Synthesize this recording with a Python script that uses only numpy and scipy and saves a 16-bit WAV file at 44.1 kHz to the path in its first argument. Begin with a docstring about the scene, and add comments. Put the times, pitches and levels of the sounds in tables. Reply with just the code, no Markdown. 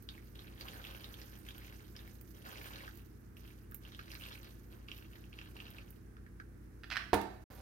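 """In a small kitchen, a phone close to the pan hears lots of dry lentils poured onto simmering chickpeas.
The lentils are tiny ringing clicks and soft thuds, the wet crackle is shorter, brighter grains.
Lentils striking or bubbles popping add short clicks, each a noisy snap and a two-part ring; spits of sauce
are ticks of noise; a fan of steady tones and filtered air hums behind. At the end something clatters, the
pan takes one dull knock from a push and damped modes, and the sound drops out for a moment."""
import sys
import numpy as np
from scipy import signal
from scipy.fft import rfft, irfft
from scipy.io import wavfile
from scipy.ndimage import uniform_filter1d

SR = 44100
rng = np.random.default_rng(int(sys.argv[2]) if len(sys.argv) > 2 else 0)


def master(y):
    """Save y as 16-bit WAV."""
    cut = np.clip(np.atleast_2d(y).T, -1, 1)
    pcm = np.round(cut * 32767)  # scale
    wavfile.write(sys.argv[1], SR, pcm.astype(np.int16))


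N = 335619
TIME = np.arange(N) / SR

# Levels in these tables are relative: each source adds its own trim, tone and room.
# Lots of lentils tipped in. Each row: start in seconds, length in seconds, patter level in dB,
# soft thud level in dB, wet crackle level in dB.
LENTIL_LOTS = [(0.086, 0.072, -63, -77, -75.5), (0.338, 0.25, -62.5, -66, -75.5),
               (0.589, 0.49, -55.5, -58.5, -66.5), (1.156, 0.19, -62, -65, -69),
               (1.44, 0.36, -60, -67, -72.5), (1.94, 0.12, -65.5, -65, -76.5),
               (2.337, 0.028, -64.5, -63, -74), (2.438, 0.072, -54.5, -56, -65),
               (2.552, 0.29, -53.5, -59, -66), (3.355, 0.15, -66, -90, -73.5), (3.809, 0.15, -65, -70, -73),
               (3.983, 0.099, -58.5, -67.5, -73.5), (4.085, 0.025, -60, -65.5, -66),
               (4.186, 0.13, -54.5, -65, -66), (4.41, 0.076, -63, -69, -74),
               (4.695, 0.044, -65, -65, -77.5), (4.87, 0.12, -61.5, -67.5, -73.5),
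               (5.109, 0.078, -65, -70, -82), (5.325, 0.13, -63, -71, -79),
               (5.536, 0.26, -61, -63.5, -76.5)]
# A lot builds up quickly, thins while it runs, then the last grains settle; the wet crackle lingers.
ATTACK_S, THINNING_DB_PER_S = 0.013, 5
SETTLE_DB_PER_S, CRACKLE_SETTLE_DB_PER_S = 97, 63
# The food simmering by itself. Each row: time in seconds, crackle level in dB.
SIMMER_LEVEL = [(0, -77.5), (2.3, -74.5), (3.2, -83), (5.9, -79.5), (6.2, -93), (6.7, -87), (7.44, -84),
                (7.5, -70)]
# Short ringing clicks, lentils striking and bubbles popping, loud and faint.
# Each row: start in seconds, level in dB, pitch in Hz.
TIMED_CLICKS = [(0.0887, -30, 3600), (0.1785, -45.5, 1980), (0.354, -46, 3670), (0.392, -35.5, 3700),
                (0.61, -26.5, 4330), (0.684, -32.5, 3050), (0.7645, -44, 3150), (0.8411, -35, 3380),
                (0.8496, -34, 2670), (0.8687, -35, 3460), (0.9026, -44, 2800), (0.9228, -45, 2950),
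                (1.043, -31, 3800), (1.141, -36.5, 3450), (1.2155, -31, 5450), (1.487, -33, 3140),
                (1.507, -37.5, 3420), (1.964, -31, 5100), (1.991, -39.5, 3720), (2.0762, -48, 2080),
                (2.504, -46, 3000), (2.5576, -43, 2300), (2.574, -40, 4800), (2.5825, -44, 2840),
                (2.734, -38.5, 3060), (2.7584, -33, 3920), (2.8058, -41, 1990), (2.8377, -44, 3190),
                (2.878, -39.5, 1530), (3.3683, -45, 2780), (3.477, -51, 3000), (3.509, -53, 2420),
                (3.72, -46.5, 1490), (3.8507, -41.5, 3020), (3.9205, -40, 3760), (3.9474, -36.5, 3330),
                (3.991, -38.5, 1450), (3.9941, -42, 2650), (4.1163, -29, 5500), (4.1358, -44, 1700),
                (4.1518, -31, 4650), (4.2103, -40, 2760), (4.2368, -34, 3350), (4.252, -41, 2600),
                (4.287, -43, 2950), (4.3209, -37, 3300), (4.328, -35, 4070), (4.445, -38, 5700),
                (4.73, -52, 2690), (4.8851, -36, 2800), (4.9156, -31.5, 2840), (5.0243, -46.5, 2710),
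                (5.133, -48, 2770), (5.1548, -49, 1920), (5.24, -48, 2700), (5.329, -43.5, 2670),
                (5.388, -34, 2660), (5.414, -37.5, 2700), (5.5665, -40.5, 2720), (5.6021, -35.5, 2780),
                (5.6663, -41, 2740), (5.784, -37.5, 2620), (6.1674, -49.5, 1430), (6.264, -49.5, 1700),
                (6.3994, -39, 1510)]
# Spits of sauce. Each row: start in seconds, level in dB.
SAUCE_SPITS = [(0.0238, -48.5), (1.3872, -49.5), (1.5803, -47.5), (2.076, -51), (2.2112, -45), (2.521, -51),
               (2.955, -51), (2.973, -48), (3.7123, -49), (3.7445, -38), (4.9783, -49.5), (5.704, -47),
               (5.905, -46.5)]
# Sauce slopping after the knock. Each row: start in seconds, level in dB.
SAUCE_SLOPS = [(7.135, -46), (7.1395, -27), (7.1428, -27.5), (7.154, -44), (7.2134, -37)]
# Light contacts of something being put down. Each row: start in seconds, level in dB, pitch in Hz.
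CLATTER_CONTACTS = [(6.8347, -39, 1550), (6.8419, -36, 1770), (6.9018, -27, 4750), (6.9123, -28.5, 2580),
                    (6.9155, -31.5, 1680), (6.9195, -26.5, 1570), (6.924, -28, 5130), (6.9275, -28, 2520),
                    (6.936, -29, 5000), (6.9513, -33, 1700), (6.958, -25, 1630), (6.9679, -20.5, 1530),
                    (6.974, -24, 1730), (7.006, -44, 1260), (7.021, -40, 2700)]
# Ring of the full pan. Each row: frequency in Hz, level in dB, time to fall 60 dB in seconds.
FULL_PAN_MODES = [(65.4, -14, 0.6), (89.6, -0.5, 0.26), (200.4, 0.5, 0.41), (288, 2, 0.25), (324, -6, 0.35),
                  (387, -5, 0.32), (460, 3.5, 0.26), (707, 10.5, 0.09), (733, -7, 0.43), (846, -2, 0.37),
                  (907, 1, 0.31), (947, -1.5, 0.29), (1222, -11, .33), (1440, -5, 0.15), (1600, -11, 0.24),
                  (3490, -11, 0.04), (4260, -10.5, 0.028)]
# Fan and mains hum. Each row: frequency in Hz, rms level in dB.
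HUM_LINES = [(52.7, -57.5), (59.9, -62), (88.5, -62), (105, -71), (110.5, -72.5), (120, -62), (176.6, -70),
             (210, -68.5), (238, -69.5), (262.3, -73), (297, -73), (415.3, -77)]

# Tone of each sound. Each row: frequency in Hz, gain in dB.
PATTER_SPECTRUM = [(500, 2), (1000, -1.5), (1400, 7.5), (2000, 1.5), (2900, 3.5), (4500, -1), (6300, -17.5),
                   (7800, -19), (15000, -18)]
THUD_SPECTRUM = [(60, 0.5), (150, 8), (320, 5), (550, 7.5), (800, 2.5), (1300, -1), (1900, 2),
                 (3000, -31.5)]
CRACKLE_SPECTRUM = [(1500, 5), (4000, -5.5), (6500, -3.5), (7800, -12.5), (8700, -4.5), (10600, -7.5),
                    (11600, -0.5), (13200, 4), (15800, -3)]
CLICK_SPECTRUM = [(600, -19.5), (1300, 7.5), (4000, 5), (5500, 1.5), (7600, -13), (15000, -18)]
SPIT_SPECTRUM = [(1200, -5), (4000, -10), (6000, -11), (7700, -8), (9300, -0.5), (11000, -5), (12800, 9),
                 (15800, 5)]
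SLOP_SPECTRUM = [(3000, 1.5), (7700, -11.0), (9500, -3.5), (12500, -5.5), (15800, -10)]
CLATTER_SPECTRUM = [(300, -50), (720, -8), (950, -15), (1500, -5), (2600, -3.5), (4000, -10.5), (5000, -10),
                    (7000, -31.5), (15000, -38)]
KNOCK_SPECTRUM = [(30, -62), (55, -49), (150, 1), (350, 3), (560, 3), (720, 5.5), (920, 7), (1040, -5.5),
                  (1700, -6.5), (2800, -18), (4000, -15.5), (6000, -29.5), (15000, -42)]
BUBBLING_SPECTRUM = [(300, 3), (700, 3), (1600, -4), (3000, -12), (5000, -13), (8000, -27)]
AIR_SPECTRUM = [(20, -24.5), (50, 10.5), (110, -1), (145, -4.5), (200, 5.5), (255, -8), (335, 8),
                (385, -4.5), (470, -5), (560, -13), (1000, -19.5), (1700, -17.5), (3200, -33.5),
                (6300, -34), (7800, -39), (9000, -34), (15000, -34.5)]
# Air alike at both microphones, and air different at each. Each row: frequency in Hz, gain in dB.
SHARED_AIR = [(150, 0), (500, -5.5), (1500, -15.0)]
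SEPARATE_AIR = [(60, -24.0), (250, -3.0), (600, -1.5), (1500, 4.0)]

# Left microphone minus right, for the fan and for the knock and clatter.
# Each row: frequency in Hz, level difference in dB.
FAN_SIDE = [(100, 1), (200, -4), (400, -7), (800, -6), (1400, -8.5), (3000, 5), (8000, -13.5),
            (15000, -1.5)]
KNOCK_AND_CLATTER_SIDE = [(150, 0), (400, -5.5), (700, -7), (1300, -11.5), (2400, -7), (4400, -8),
                          (9000, -16.5)]
# The dropout: start in seconds, end in seconds.
DROPOUT = (7.44, 7.502)
TOP_HZ = 15900


def lentils(per_s=620, spread_db=4.5, patter_db=-2.0, thud_db=-3, clump_db=1.0):
    """Each lentil clicks at its own pitch; a separate layer of impacts thuds softly into the food."""
    clumps = undb(clump_db * gusts(70))  # the grains slide out in clumps
    patter_grains = grains(940, 7700, 8, per_s, spread_db) * clumps
    patter = unit(colour(patter_grains, PATTER_SPECTRUM)) * undb(patter_db)
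    patter = patter * flow(SETTLE_DB_PER_S, column=2)
    landings = impacts(900, 2.1) * clumps
    thuds = unit(colour(landings, THUD_SPECTRUM)) * undb(thud_db)
    thuds = thuds * flow(SETTLE_DB_PER_S, column=3)
    patter_in_room = kitchen(patter, -3, 0.08) * balance(-1.5)
    thuds_in_room = kitchen(thuds, 0, 0.24) * balance(-0.72)
    return left_first(patter_in_room + thuds_in_room)


def flow(settle_db_per_s, column):
    """Gain of one sound of the pour: every lot rises, thins and settles, and overlapping powers add."""
    power = 0
    for lot in LENTIL_LOTS:
        since_start = TIME - lot[0]
        thinning = THINNING_DB_PER_S * np.maximum(since_start, 0)
        settling = settle_db_per_s * np.maximum(since_start - lot[1], 0)
        rise = np.clip(since_start / ATTACK_S, 0, 1)
        power = power + (undb(lot[column] - thinning - settling) * rise) ** 2
    return np.sqrt(power)


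def sizzle(level_db=-6, per_s=1500, spread_db=4.0, spurt_db=1.5):
    """Tiny wet films burst in spurts close to the right microphone, more strongly under each lot."""
    bursts = grains(3860, 15900, 13.6, per_s, spread_db, size=128) * undb(spurt_db * gusts(45))
    simmer = undb(curve(SIMMER_LEVEL))
    activity = np.hypot(simmer, flow(CRACKLE_SETTLE_DB_PER_S, column=4))
    crackle = unit(colour(bursts, CRACKLE_SPECTRUM)) * undb(level_db) * activity
    return kitchen(crackle, -0.35, 0.061) * balance(-27)


def clicks(cycles=10, level_db=4, snap=0.26, rise_t60_s=0.0035, under_db=-11, under_ratio=0.53):
    """Short clicks, lentils striking or bubbles popping: a noisy snap and a two-part ring."""
    track, t = np.zeros(N), TIME[:SR // 25]
    for s, db, hz in TIMED_CLICKS + small_pops():
        main = np.sin(2 * np.pi * hz * t)
        under = undb(under_db) * np.sin(2 * np.pi * hz * under_ratio * t)  # weaker and lower
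        ring = (main + under) * fade(t, cycles / hz)
        noisy_snap = snap * rng.standard_normal(len(t)) * fade(t, 0.0099)
        add(track, s, undb(db + level_db) * (ring + noisy_snap) * (1 - fade(t, rise_t60_s)))
    return left_first(kitchen(colour(track, CLICK_SPECTRUM), -2.0, 0.11)) * balance(-3.5)


def small_pops(per_s=9, over_flow_db=13, top_db=-48, scatter_db=2.5, centre_hz=3100, octaves=0.41):
    """Landing lentils burst small bubbles at random, louder in a stronger flow: rows like TIMED_CLICKS."""
    chance = rng.standard_normal((200, 3))
    gaps = np.abs(chance[:, 0]) * np.sqrt(np.pi / 2) / per_s  # mean gap 1 / per_s
    flow_db = 20 * np.log10(flow(SETTLE_DB_PER_S, column=2) + 1e-9)
    pops = []
    for s, (_, loud, high) in zip(np.cumsum(gaps), chance):
        if s < TIME[-1]:
            typical_db = min(flow_db[int(s * SR)] + over_flow_db, top_db)  # capped before the scatter
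            pops.append((s, typical_db + scatter_db * loud, centre_hz * 2 ** (octaves * high)))
    return pops


def spits(spit_db=-2, slop_db=-4):
    """Spitting and slopping sauce makes sharp bright ticks: short noise bursts, mostly to the right."""
    spitting = colour(ticks(SAUCE_SPITS, 0.015, 0.0048, growth=0.14), SPIT_SPECTRUM)
    slopping = colour(ticks(SAUCE_SLOPS, 0.024, 0.0041), SLOP_SPECTRUM)
    sauce = undb(spit_db) * spitting + undb(slop_db) * slopping
    return kitchen(sauce, -3.5, 0.15) * balance(-17.0)


def clatter(level_db=3.5, cycles=12):
    """A quick run of hard, light contacts, each a crack and a brief ring at its own pitch."""
    contacts = ticks([row[:2] for row in CLATTER_CONTACTS], 0.02, 0.0018, growth=0)
    t = TIME[:SR // 25]
    for s, db, hz in CLATTER_CONTACTS:
        add(contacts, s, undb(db) * np.sin(2 * np.pi * hz * t) * fade(t, cycles / hz))
    in_room = kitchen(colour(contacts, CLATTER_SPECTRUM), -2.5, 0.46)
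    return undb(level_db) * lean(in_room, KNOCK_AND_CLATTER_SIDE)


def knock(s=7.1317, ring_db=-34.5, blow_db=1.5, shudder_db=-13, settle_s=0.01195, settle_db=-27):
    """One blow: a hard push, a shudder, the pan's damped modes, and the contents' low thump a moment later."""
    t = TIME[:SR // 2]
    ring, blow = np.zeros(N), np.zeros(N)
    modes = sum(-undb(db) * np.sin(2 * np.pi * hz * t) * fade(t, t60) for hz, db, t60 in FULL_PAN_MODES)
    thump = np.sin(2 * np.pi * 290 * t) * fade(t, 0.058)
    shudder = rng.standard_normal(len(t)) * fade(t, 0.086)
    add(ring, s, undb(ring_db) * modes)
    add(ring, s + settle_s, undb(settle_db) * thump)
    add(blow, s, undb(shudder_db) * shudder)
    add(blow, s, -undb([blow_db]))  # the push: one sample
    in_room = kitchen(colour(blow, KNOCK_SPECTRUM), -2.5, 0.57)
    return lean(ring + in_room, KNOCK_AND_CLATTER_SIDE)


def bubbling(level_db=-61, per_s=1500, spread_db=3.5):
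    """After the dropout the food bubbles more fully: dense random impacts with a low, soft tone."""
    blips = unit(colour(impacts(per_s, spread_db), BUBBLING_SPECTRUM))
    blips = blips * undb(level_db) * (TIME > DROPOUT[1])
    return kitchen(blips, -1.2, 0.12) * balance(-6.0)


def fan(air_db=-60):
    """Steady motor lines beat against each other over rushing air; the bass is alike at both microphones."""
    hum = 0
    for hz, db in HUM_LINES:
        hum = hum + undb(db) * np.sqrt(2) * np.sin(2 * np.pi * (hz * TIME + rng.random()))
    shared = colour(rng.standard_normal(N), SHARED_AIR)
    apart = colour(rng.standard_normal((2, N)), SEPARATE_AIR)
    air = undb(air_db) * unit(colour(shared + apart, AIR_SPECTRUM))
    return lean(hum + air, FAN_SIDE)


def grains(low_hz, high_hz, cycles, per_s, spread_db, size=256):
    """Tiny impacts, many weak and few strong, each ringing at its own pitch, 60 dB down after its cycles."""
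    gap, high, loud = rng.random((30000, 3)).T
    starts = (np.cumsum(-np.log(gap)) / per_s * SR).astype(int)
    heard = starts < N
    hz = (low_hz + (high_hz - low_hz) * high[heard])[:, None]
    strength = undb(spread_db * np.minimum(-np.log(loud[heard]), 3.6))[:, None]
    t = TIME[:size]
    rings = strength * np.sqrt(hz) * np.sin(2 * np.pi * hz * t) * fade(t, cycles / hz)
    places = starts[heard, None] + np.arange(size)
    track = np.bincount(places.ravel(), rings.ravel(), N)[:N]
    return signal.sosfilt(signal.butter(2, low_hz / 2, "high", fs=SR, output="sos"), track)


def impacts(per_s, spread_db):
    """Random one-sample impacts of either sign: many weak, few strong."""
    size = undb(spread_db * np.minimum(rng.exponential(size=N), 3.6))
    struck = rng.random(N) < per_s / SR
    return unit(struck * size * rng.choice([-1, 1], N))


def ticks(rows, t60, rise_t60_s, growth=.15):
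    """A noise burst for each row of seconds and dB; with growth, weaker ones die sooner than the strongest."""
    track, t = np.zeros(N), TIME[:SR // 25]
    top = max(db for s, db in rows)
    for s, db in rows:
        shape = fade(t, t60 * undb(growth * (db - top))) * (1 - fade(t, rise_t60_s))
        add(track, s, undb(db) * rng.standard_normal(len(t)) * shape)
    return track


def gusts(per_s):
    """Random levels around zero, per_s new ones a second, joined by straight lines."""
    return 1.2 * np.interp(TIME * per_s, np.arange(1000), rng.standard_normal(1000))


def kitchen(x, wet_db, t60):
    """Direct sound plus dense decaying reflections, different at each microphone."""
    t = TIME[:SR // 2]
    arrival = np.clip((t - .001) / 0.00074, 0, 1)  # reflections begin after 1 ms
    tail = rng.standard_normal((2, len(t))) * fade(t, t60) * arrival
    response = undb(wet_db) * tail / np.sqrt(np.sum(tail ** 2) / 2)
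    response[:, 0] = 1  # direct sound
    return signal.oaconvolve(np.atleast_2d(x), response, axes=1)[:, :N]


def left_first(x, samples=16):
    """Sound from the pan reaches the left microphone a few samples before the right."""
    return np.vstack([x[0], np.roll(x[1], samples)])


def balance(db):
    """Left and right gains for a level difference, left minus right."""
    return undb(np.array([[db], [-db]]) / 2)


def lean(x, side):
    """Level difference between the microphones that changes with frequency."""
    channels = []
    for channel, sign in zip(x, (1, -1)):
        channels.append(colour(channel, [(hz, sign * db / 2) for hz, db in side]))
    return np.vstack(channels)


def colour(x, points):
    """Causal minimum-phase filter, its dB gain joined by straight lines over log frequency."""
    size = 2048
    hz, db = np.transpose(points)
    bins_hz = np.arange(size // 2 + 1) * SR / size + 1  # 1 Hz up, so the logarithm exists
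    log_gain = np.log(undb(np.interp(np.log(bins_hz), np.log(hz), db)))
    cepstrum = irfft(log_gain)[:size // 2]
    cepstrum[1:] *= 2  # folded forward in time
    response = irfft(np.exp(rfft(cepstrum, size)))
    return signal.oaconvolve(np.atleast_2d(x), response[None], axes=1)[:, :x.shape[-1]]


def fade(t, t60):
    """Free decay, 60 dB down after t60 seconds."""
    return np.exp(-np.log(1000) * t / t60)


def curve(rows, column=1):
    """One column of a table joined by straight lines in time."""
    rows = np.array(rows)
    return np.interp(TIME, rows[:, 0], rows[:, column])


def undb(db):
    """Decibels to gain."""
    return 10 ** (np.asarray(db) / 20)


def unit(x):
    """Scale to rms 1."""
    return x / np.sqrt(np.mean(x ** 2))


def add(track, s, sound):
    """Mix a sound in at a time in seconds."""
    start = int(s * SR)
    track[start:start + len(sound)] += sound[:N - start]


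def scene():
    """Everything at the stove, from the pour to the fan behind it."""
    food = lentils() + sizzle() + clicks() + spits()
    return food + clatter() + knock() + bubbling() + fan()


def record(dry):
    """The microphone passes no deep rumble; the sound drops out briefly near the end; the top is cut."""
    live = 1. * ((TIME < DROPOUT[0]) | (TIME > DROPOUT[1]))
    live = uniform_filter1d(live, size=128)  # soft edges
    thin = signal.sosfilt(signal.butter(2, 35, "high", fs=SR, output="sos"), dry)
    return signal.sosfilt(signal.ellip(10, .2, 70, TOP_HZ, fs=SR, output="sos"), thin * live)


dry = scene()
out = record(dry)
master(out)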